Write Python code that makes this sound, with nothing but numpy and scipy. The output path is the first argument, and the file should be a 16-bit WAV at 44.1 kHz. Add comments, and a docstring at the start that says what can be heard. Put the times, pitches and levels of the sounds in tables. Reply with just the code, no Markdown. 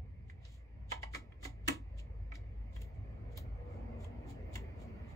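"""Screwdriver on a circuit board

A desk in a small room, heard from close by through a pair of microphone ports. A small screwdriver works on the
screw terminals of a board lying on a desk mat: the tip strikes and rings the parts, gritty scrapes come and go,
and the thread squeaks faintly. Behind it are a low building rumble, a distant roar that swells, and a faint
steady hiss."""
import sys
import numpy as np
from scipy import signal
from scipy.fft import rfft, irfft, next_fast_len
from scipy.io import wavfile
from scipy.ndimage import uniform_filter1d

SR = 44100
rng = np.random.default_rng(int(sys.argv[2]) if len(sys.argv) > 2 else 0)


def put_to_file(sound):
    """Save the sound as 16-bit audio at rate SR, in the file named by the first command-line argument."""
    columns = np.atleast_2d(sound).T  # one column per channel
    safe = np.clip(columns, -1, 1)
    whole_steps = np.round(safe * 32767)
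    wavfile.write(sys.argv[1], SR, whole_steps.astype(np.int16))


N = 227492


def gain_of(db):
    """Decibels to an amplitude factor."""
    return 10 ** (np.asarray(db) / 20)


def unit_rms(x):
    """Scales a signal to rms 1."""
    return x / np.sqrt(np.mean(x ** 2) + 1e-20)


def at_hz(points, hz):
    """Reads a spectrum table on a log-frequency axis."""
    table_hz, value = np.transpose(points)
    return np.interp(np.log(hz + 1), np.log(table_hz + 1), value)


def at_time(rows, t, column=1):
    """Reads one column of a curve at the times t."""
    rows = np.array(rows)
    return np.interp(t, rows[:, 0], rows[:, column])


def add(mix, start_s, sound):
    """Mixes a two-channel sound in at start_s."""
    part = mix[:, round(start_s * SR):][:, :sound.shape[1]]
    part += sound[:, :part.shape[1]]


def noise_bed(colour, levels, patchy_db, brighten=0., fft_size=1024):
    """Two noises of one colour, with drifting patches, on a level curve; louder may mean brighter."""
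    hop = fft_size // 4
    frames, hz = N // hop + 6, np.fft.rfftfreq(fft_size, 1 / SR)
    re_a, im_a, re_b, im_b, patches = rng.standard_normal((frames, len(hz), 5)).T
    patches = unit_rms(uniform_filter1d(uniform_filter1d(patches, size=6, axis=0), size=8, axis=1))
    level_db = at_time(levels, np.arange(frames) * hop / SR)
    tilt_db = brighten * np.log2(hz[:, None] / 300 + 0.081) * (level_db - level_db.max())
    shape = gain_of(at_hz(colour, hz)[:, None] + patchy_db * patches + tilt_db)
    spectra = np.array([re_a + 1j * im_a, re_b + 1j * im_b]) * shape
    noise = signal.istft(spectra, nperseg=fft_size, noverlap=fft_size - hop)[1][:, :N]
    return unit_rms(noise) * gain_of(at_time(levels, np.arange(N) / SR))


def gliding_tone(length_s, from_hz, to_hz, level_db, wobble_hz, bend, fade_share, wobble_samples):
    """A thin tone in the first channel that swells and fades, wavers in pitch and flickers."""
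    progress = np.linspace(0, 1, round(length_s * SR))
    wobble, flicker = unit_rms(uniform_filter1d(rng.standard_normal((2, len(progress))), wobble_samples))
    hz = from_hz + (to_hz - from_hz) * progress ** bend + wobble_hz * wobble
    tone = np.sqrt(2) * np.sin(2 * np.pi * np.cumsum(hz) / SR) * gain_of(level_db + 0.45 * flicker)
    return np.array([tone * signal.windows.tukey(len(tone), fade_share), 0 * tone])


def faint_hiss():
    """A faint hiss that slowly rises."""
    # spectrum of the hiss: frequency_hz, density_db
    colour = [(710, -32), (1200, -14.5), (1510, -34), (1650, 0.5), (1980, 2), (2140, 2.5), (2380, -1),
              (3260, -14), (3560, -19.5), (4880, -18.5), (5210, -26.5), (5810, -25.5), (8600, -36.5),
              (13900, -35.5), (16200, -35)]
    # its rise: time_s, level_db
    levels = [(0, -76.5), (2.598, -72.5), (3.4, -70.5), (5.16, -66)]
    return noise_bed(colour, levels, patchy_db=2.3)


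def building_drone():
    """A low tone in the building's rumble that throbs and drifts at random."""
    # course of the drone: time_s, level_db, pitch_hz
    course = [(0.0, -57.5, 55.71), (0.57, -53, 58.61), (0.72, -58, 55.6), (1.02, -45, 57.3),
              (1.25, -58, 57.2), (1.44, -52, 52.99), (2.67, -41, 53.16), (2.99, -49, 52.8),
              (3.2, -51, 56.73), (3.27, -41.5, 54.02), (3.78, -49, 52.17), (4.35, -51.5, 52.7),
              (4.61, -47, 56.6), (4.7, -64, 52.24), (4.93, -44, 56.5), (5.16, -68, 55.9)]
    throb_db, throb_s, drift_hz = 5.5, 0.051, 1.2
    t, span = np.arange(N) / SR, round(throb_s * SR)
    throb, drift = unit_rms(uniform_filter1d(uniform_filter1d(rng.standard_normal((2, N)), span), span))
    hz = at_time(course, t, column=2) + drift_hz * drift
    tone = gain_of(throb_db * np.tanh(throb)) * np.sin(2 * np.pi * np.cumsum(hz) / SR)
    tone = unit_rms(tone) * gain_of(at_time(course, t))
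    return np.array([tone, .3 * np.roll(tone, 200)])


def building_rumble():
    """Deep, uneven noise from the building around the room."""
    # spectrum of the rumble: frequency_hz, density_db
    colour = [(20, -24.5), (34, -33), (44, -12.5), (55, -4.5), (80, -1), (105, -4), (125, -12.5),
              (145, -17.5), (220, -28), (400, -98.5)]
    # its surges and dips: time_s, level_db
    levels = [(0.0, -47), (0.7, -57), (0.79, -49.5), (1.38, -56), (1.71, -46), (1.84, -54), (2.24, -47),
              (2.36, -59), (2.4, -49), (2.66, -52), (2.69, -47), (5.16, -48)]
    return noise_bed(colour, levels, patchy_db=-0.54, fft_size=4096)


def distant_roar():
    """A far-off roar that brightens a little as it swells, with a few brief tones in it."""
    # spectrum of the roar: frequency_hz, density_db
    colour = [(71, -35.5), (120, -7.5), (189, -7.5), (236, -4), (285, -11.5), (389, -13), (480, -11.5),
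              (655, -14), (716, -14.5), (1490, -28), (1700, -42.5), (2210, -56.5), (3740, -120)]
    # its swell: time_s, level_db
    levels = [(0.0, -65.5), (0.57, -66.5), (1.13, -63), (1.35, -64.5), (1.9, -62.5), (2.6, -61.5),
              (3.85, -52), (4.11, -54.5), (5.16, -54.5)]
    # tones in the roar: start_s, length_s, from_hz, to_hz, level_db
    tones = [(3.25, 0.14, 485, 474, -62.5), (3.57, 0.17, 485.5, 486, -55.5),
             (3.78, .25, 233.6, 228.6, -53.5), (3.86, .15, 486, 473, -63), (4.04, 0.088, 485, 470, -61.5),
             (4.25, 0.11, 279.4, 283, -56.5)]
    roar = noise_bed(colour, levels, patchy_db=3.0, brighten=0.024, fft_size=2048)
    for start_s, *glide in tones:
        tone = gliding_tone(*glide, wobble_hz=2.3, bend=1.14, fade_share=0.31, wobble_samples=1500)
        add(roar, start_s, tone)
    return roar


def room_reflections(x):
    """Dense reflections of the small room, each band dying at its own speed."""
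    # decay of the room: frequency_hz, t60_s
    decay = [(150, 0.26), (500, 0.28), (2000, 0.17), (6000, 0.17), (14000, 0.15)]
    taps = rng.standard_normal((2, SR // 2))
    taps[:, :150] = 0  # the gap before the first reflection
    hz, t, spectra = signal.stft(taps, SR, nperseg=256)
    tail = signal.istft(spectra * gain_of(-60 * t / at_hz(decay, hz)[:, None]), SR, nperseg=256)[1]
    return signal.fftconvolve(x, tail / np.linalg.norm(tail[0]), axes=1)[:, :N]


def thread_squeak(*glide):
    """The screw thread squeaks faintly as it turns."""
    return gliding_tone(*glide, wobble_hz=170., bend=2.2, fade_share=.5, wobble_samples=150)


def grit_swell(t, level_db, width_s, tilt_db_per_octave):
    """A short swell of gritty hiss around t = 0: alone a scrape, around a click a soft haze."""
    # spectrum of the grit: frequency_hz, density_db
    colour = [(700, -40.5), (1500, -3), (2200, 1), (3300, 6.5), (4800, -4), (5800, -10.5), (7100, -4),
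              (8400, -17.5), (10500, -27), (12500, -27.5), (16000, -28)]
    grit = rng.standard_normal((2, len(t))) * gain_of(3.0 * np.minimum(rng.exponential(1, len(t)), 5))
    hz = np.fft.rfftfreq(len(t), 1 / SR)
    colour_db = at_hz(colour, hz) + tilt_db_per_octave * np.log2(hz / 6000 + 0.01)
    grit = irfft(rfft(grit) * gain_of(colour_db), len(t))
    flutter = gain_of(1.9 * unit_rms(uniform_filter1d(rng.standard_normal(len(t)), size=120)))
    return gain_of(level_db) * unit_rms(grit) * flutter / np.cosh(t / width_s) ** 2


def ring(modes):
    """A struck part rings: each mode is a close pair, and each blow favours other modes."""
    t, scatter = np.arange(3500) / SR, rng.standard_normal((2 * len(modes), 2))
    ringing = sum(gain_of(db + 1.5 * favour - 60 * t / t60)
                  * np.sin(2 * np.pi * hz * (1 + .008 * detune) * t)
                  for (hz, db, t60), (favour, detune) in zip(modes + modes, scatter))
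    middle_hz = modes[len(modes) // 2][0]
    return ringing * (1 - np.exp(-1.2 * t * middle_hz)) ** 3  # a soft contact builds over about a cycle


def tip_click(chatter_s, housing_db, *relative_dbs):
    """The tip chatters through quick contacts, strongest near chatter_s, that ring all under it."""
    # modes of the parts that ring: pitch_hz, level_db, t60_s
    housing = [(1310, -4, .025), (1430, -7, .02), (1560, -6, .018), (1860, -5, .016), (2030, 3, .022),
               (2200, 1, .02), (2320, -6, .018), (2490, -11, .015)]
    desk = [(120, -16, .06), (190, -12, .06), (237, -5, .07), (287, 0, .08), (316, -2, .08),
            (400, -12, .04), (485, -11, .05)]
    board = [(596, -6, 0.023), (749, -2, 0.021), (880, 0.5, 0.022), (1030, -4.5, 0.03), (1160, -5.5, 0.024)]
    terminal = [(2670, 2, 0.0061), (3237, -11.5, 0.026), (3634, -9, 0.0083)]
    screw = [(4000, 0, .007), (4400, -1, .007), (4850, -2, .007), (5400, -4, .006)]
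    blade = [(6140, -2.5, 0.0046), (6790, 2, .006), (7264, 0.5, 0.01018), (7830, -2, 0.00612),
             (8320, -9.5, .005), (9430, -6.5, .009)]
    tip = [(11900, 0, .002), (12700, -1, .002), (13600, -1, .002), (14500, 0, .002), (15300, -2, .002)]
    softness = 1.8  # how gently the contacts build up
    age = np.arange(1500) / SR / chatter_s
    swell = age ** softness / (1 + age ** softness) * np.exp(-age)
    contacts = swell * rng.standard_normal((2, len(age))) * gain_of(2.5 * rng.exponential(1, len(age)))
    blow = 0
    for modes, part_db in zip((housing, desk, board, terminal, screw, blade, tip), (0, *relative_dbs)):
        part = signal.fftconvolve(contacts, ring(modes)[None], axes=1)
        loudest_rms = np.sqrt(uniform_filter1d((part ** 2).mean(0), size=220).max())
        blow = blow + gain_of(part_db) * part / loudest_rms
    # a narrow dip near 11 kHz hollows the treble of each click
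    dip_hz, dip_width_hz, dip_db = 10870, 800, -12
    hz = np.fft.rfftfreq(blow.shape[1], 1 / SR)
    notch_db = dip_db * np.exp(-((hz - dip_hz) / dip_width_hz) ** 2)
    return irfft(rfft(blow) * gain_of(housing_db + notch_db), blow.shape[1])


def screwdriver():
    """The tool at work on the terminals, close up: clicks, scrapes and squeaks."""
    # blows of the tip: time_s, housing_db, then relative to the housing:
    # desk_db, board_db, terminal_db, screw_db, blade_db, tip_db
    blows = [(0.2988, -52.5, -24, -21, -10.5, -49, -30, -57), (0.4519, -67.5, -25, -8, 3, 9.5, -21, -31),
             (0.9188, -33.5, -32.5, -1, -3, -17.5, -24.5, -36),
             (1.0316, -40.5, -41, -2, -4, -12.5, -26, -46), (1.1371, -46.5, -10, -21, -17, -22, -28, -38),
             (1.1484, -36, -15.5, -11, -20, -12.5, -22, -44),
             (1.16, -48.5, -17.5, -5.5, -14, -26, -27, -38), (1.3213, -58.5, -6, -17, -5, -29, -33, -41),
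             (1.4291, -53.5, -11.5, 2, -10, -18, -20, -20), (1.4512, -42.5, -7, -4.5, -17.5, -12, -36, -24),
             (1.679, -32, -8.5, -12.5, -5, -4.5, -13.5, -17),
             (1.6835, -26.5, -6, -9, -0.5, -24.5, -9.5, -16),
             (1.9916, -67.5, -7, -14, 8.5, -15, -22, -30.5),
             (2.3211, -46, -14, -13.5, -37, -22.5, -43, -50), (2.354, -54, -19, -16, -22, -5.5, -21, -26),
             (2.7634, -57, -13.5, -13, 0.5, -16, -23, -16), (2.818, -61, -20, -6.5, 3, -6, -5.5, -4.5),
             (3.3756, -57.5, -14, 2, -16.5, 2, -11, 8.5), (4.0437, -58.5, -8.5, 3, 3, -15, -11, -29),
             (4.5563, -43, -14, -8.5, -1.5, -11.5, -14.5, -17), (4.5762, -57, -26, -5, -1, -12, -21, -21)]
    # swells of gritty hiss: middle_s, level_db, width_s, tilt_db_per_octave
    swells = [(0.301, -73, 0.016, 2), (0.466, -67, 0.031, -0.5), (0.533, -71.5, 0.045, 6),
              (0.923, -49, 0.016, 1), (1.037, -60, 0.013, 2), (1.156, -53, 0.018, 4),
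              (1.452, -51.5, 0.018, 5.5), (1.71, -52.5, 0.027, 0.5), (1.992, -62, 0.014, 3),
              (2.356, -65, 0.018, 3), (2.76, -68, 0.025, 3.5), (2.822, -69, 0.023, 5),
              (2.954, -84.5, 0.019, 8), (3.327, -74, 0.016, 5), (3.38, -57.5, 0.014, 4.5),
              (3.743, -80, 0.051, 7), (4.031, -69, 0.029, 7.5), (4.303, -65.5, 0.024, 8),
              (4.555, -58, 0.02, 7), (4.82, -71, 0.028, 6.5), (5.104, -74.5, 0.03, 5)]
    # squeaks of the thread: start_s, length_s, from_hz, to_hz, level_db
    squeaks = [(2.54, 0.26, 14400, 14200, -103), (2.752, .16, 14800, 14400, -86),
               (4.44, .11, 14750, 15300, -89.5), (4.595, .05, 15300, 14500, -85),
               (4.64, .09, 14500, 14600, -96), (4.806, .15, 14750, 12500, -97)]
    chatter_s, swell_t = .0026, np.arange(-8192, 8192) / SR
    tool = np.zeros((2, N))
    for time_s, *blow in blows:
        add(tool, time_s - chatter_s, tip_click(chatter_s, *blow))
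    for middle_s, *swell in swells:
        add(tool, middle_s + swell_t[0], grit_swell(swell_t, *swell))
    for start_s, *glide in squeaks:
        add(tool, start_s, thread_squeak(*glide))
    return tool


def microphone_ports(x):
    """Two unrelated channels become a close port pair: partly alike, the right one turned in phase."""
    # how alike the ports sound: frequency_hz, likeness (0 to 1)
    likeness = [(30, 1), (130, 0.91), (300, 0.71), (600, 0.52), (1200, 0.22), (2500, 0.59), (5000, 0.1),
                (9000, 0.95)]
    # their balance: frequency_hz, left_minus_right_db
    balance = [(60, 0.5), (110, -1.5), (200, 1), (380, 0.5), (700, -3), (1290, 0), (2380, -3), (4400, 1),
               (8120, 0), (15000, 0)]
    # their phase: frequency_hz, left_lead_rad
    phase = [(0, 0), (300, .1), (520, .7), (860, 2.8), (1640, 2.8), (2200, 1.1), (2800, 3.7), (3300, 3),
             (3750, 1), (4200, 4.4), (4900, 6.2), (16000, 6.3)]
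    pad = 4096
    size = next_fast_len(N + 2 * pad)
    padded = np.pad(x, ((0, 0), (pad, size - N - pad)), "reflect")
    hz = np.fft.rfftfreq(size, 1 / SR)
    common, separate = rfft(padded * signal.windows.tukey(size, pad / size))
    alike, lean = at_hz(likeness, hz), gain_of(at_hz(balance, hz) / 2)
    turn = np.exp(-1j * np.interp(hz, *np.transpose(phase)))
    right = turn * (alike * common + np.sqrt(1 - alike ** 2) * separate)
    return irfft([common * lean, right / lean], size)[:, pad:pad + N]


def scene():
    """The tool and its reflections over the room's background, as they reach the microphone."""
    tool = screwdriver()
    background = building_rumble() + building_drone() + distant_roar() + faint_hiss()
    return microphone_ports(background + tool + gain_of(-7.5) * room_reflections(tool))


def record(dry):
    """The recorder cuts off the highest treble steeply."""
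    edge_hz = 15800
    lowpass = signal.firwin(511, edge_hz, window=("kaiser", 9), fs=SR)
    padded = np.pad(dry, ((0, 0), (255, 255)), "reflect")
    return signal.oaconvolve(padded, lowpass[None], "valid")


dry = scene()
out = record(dry)
put_to_file(out)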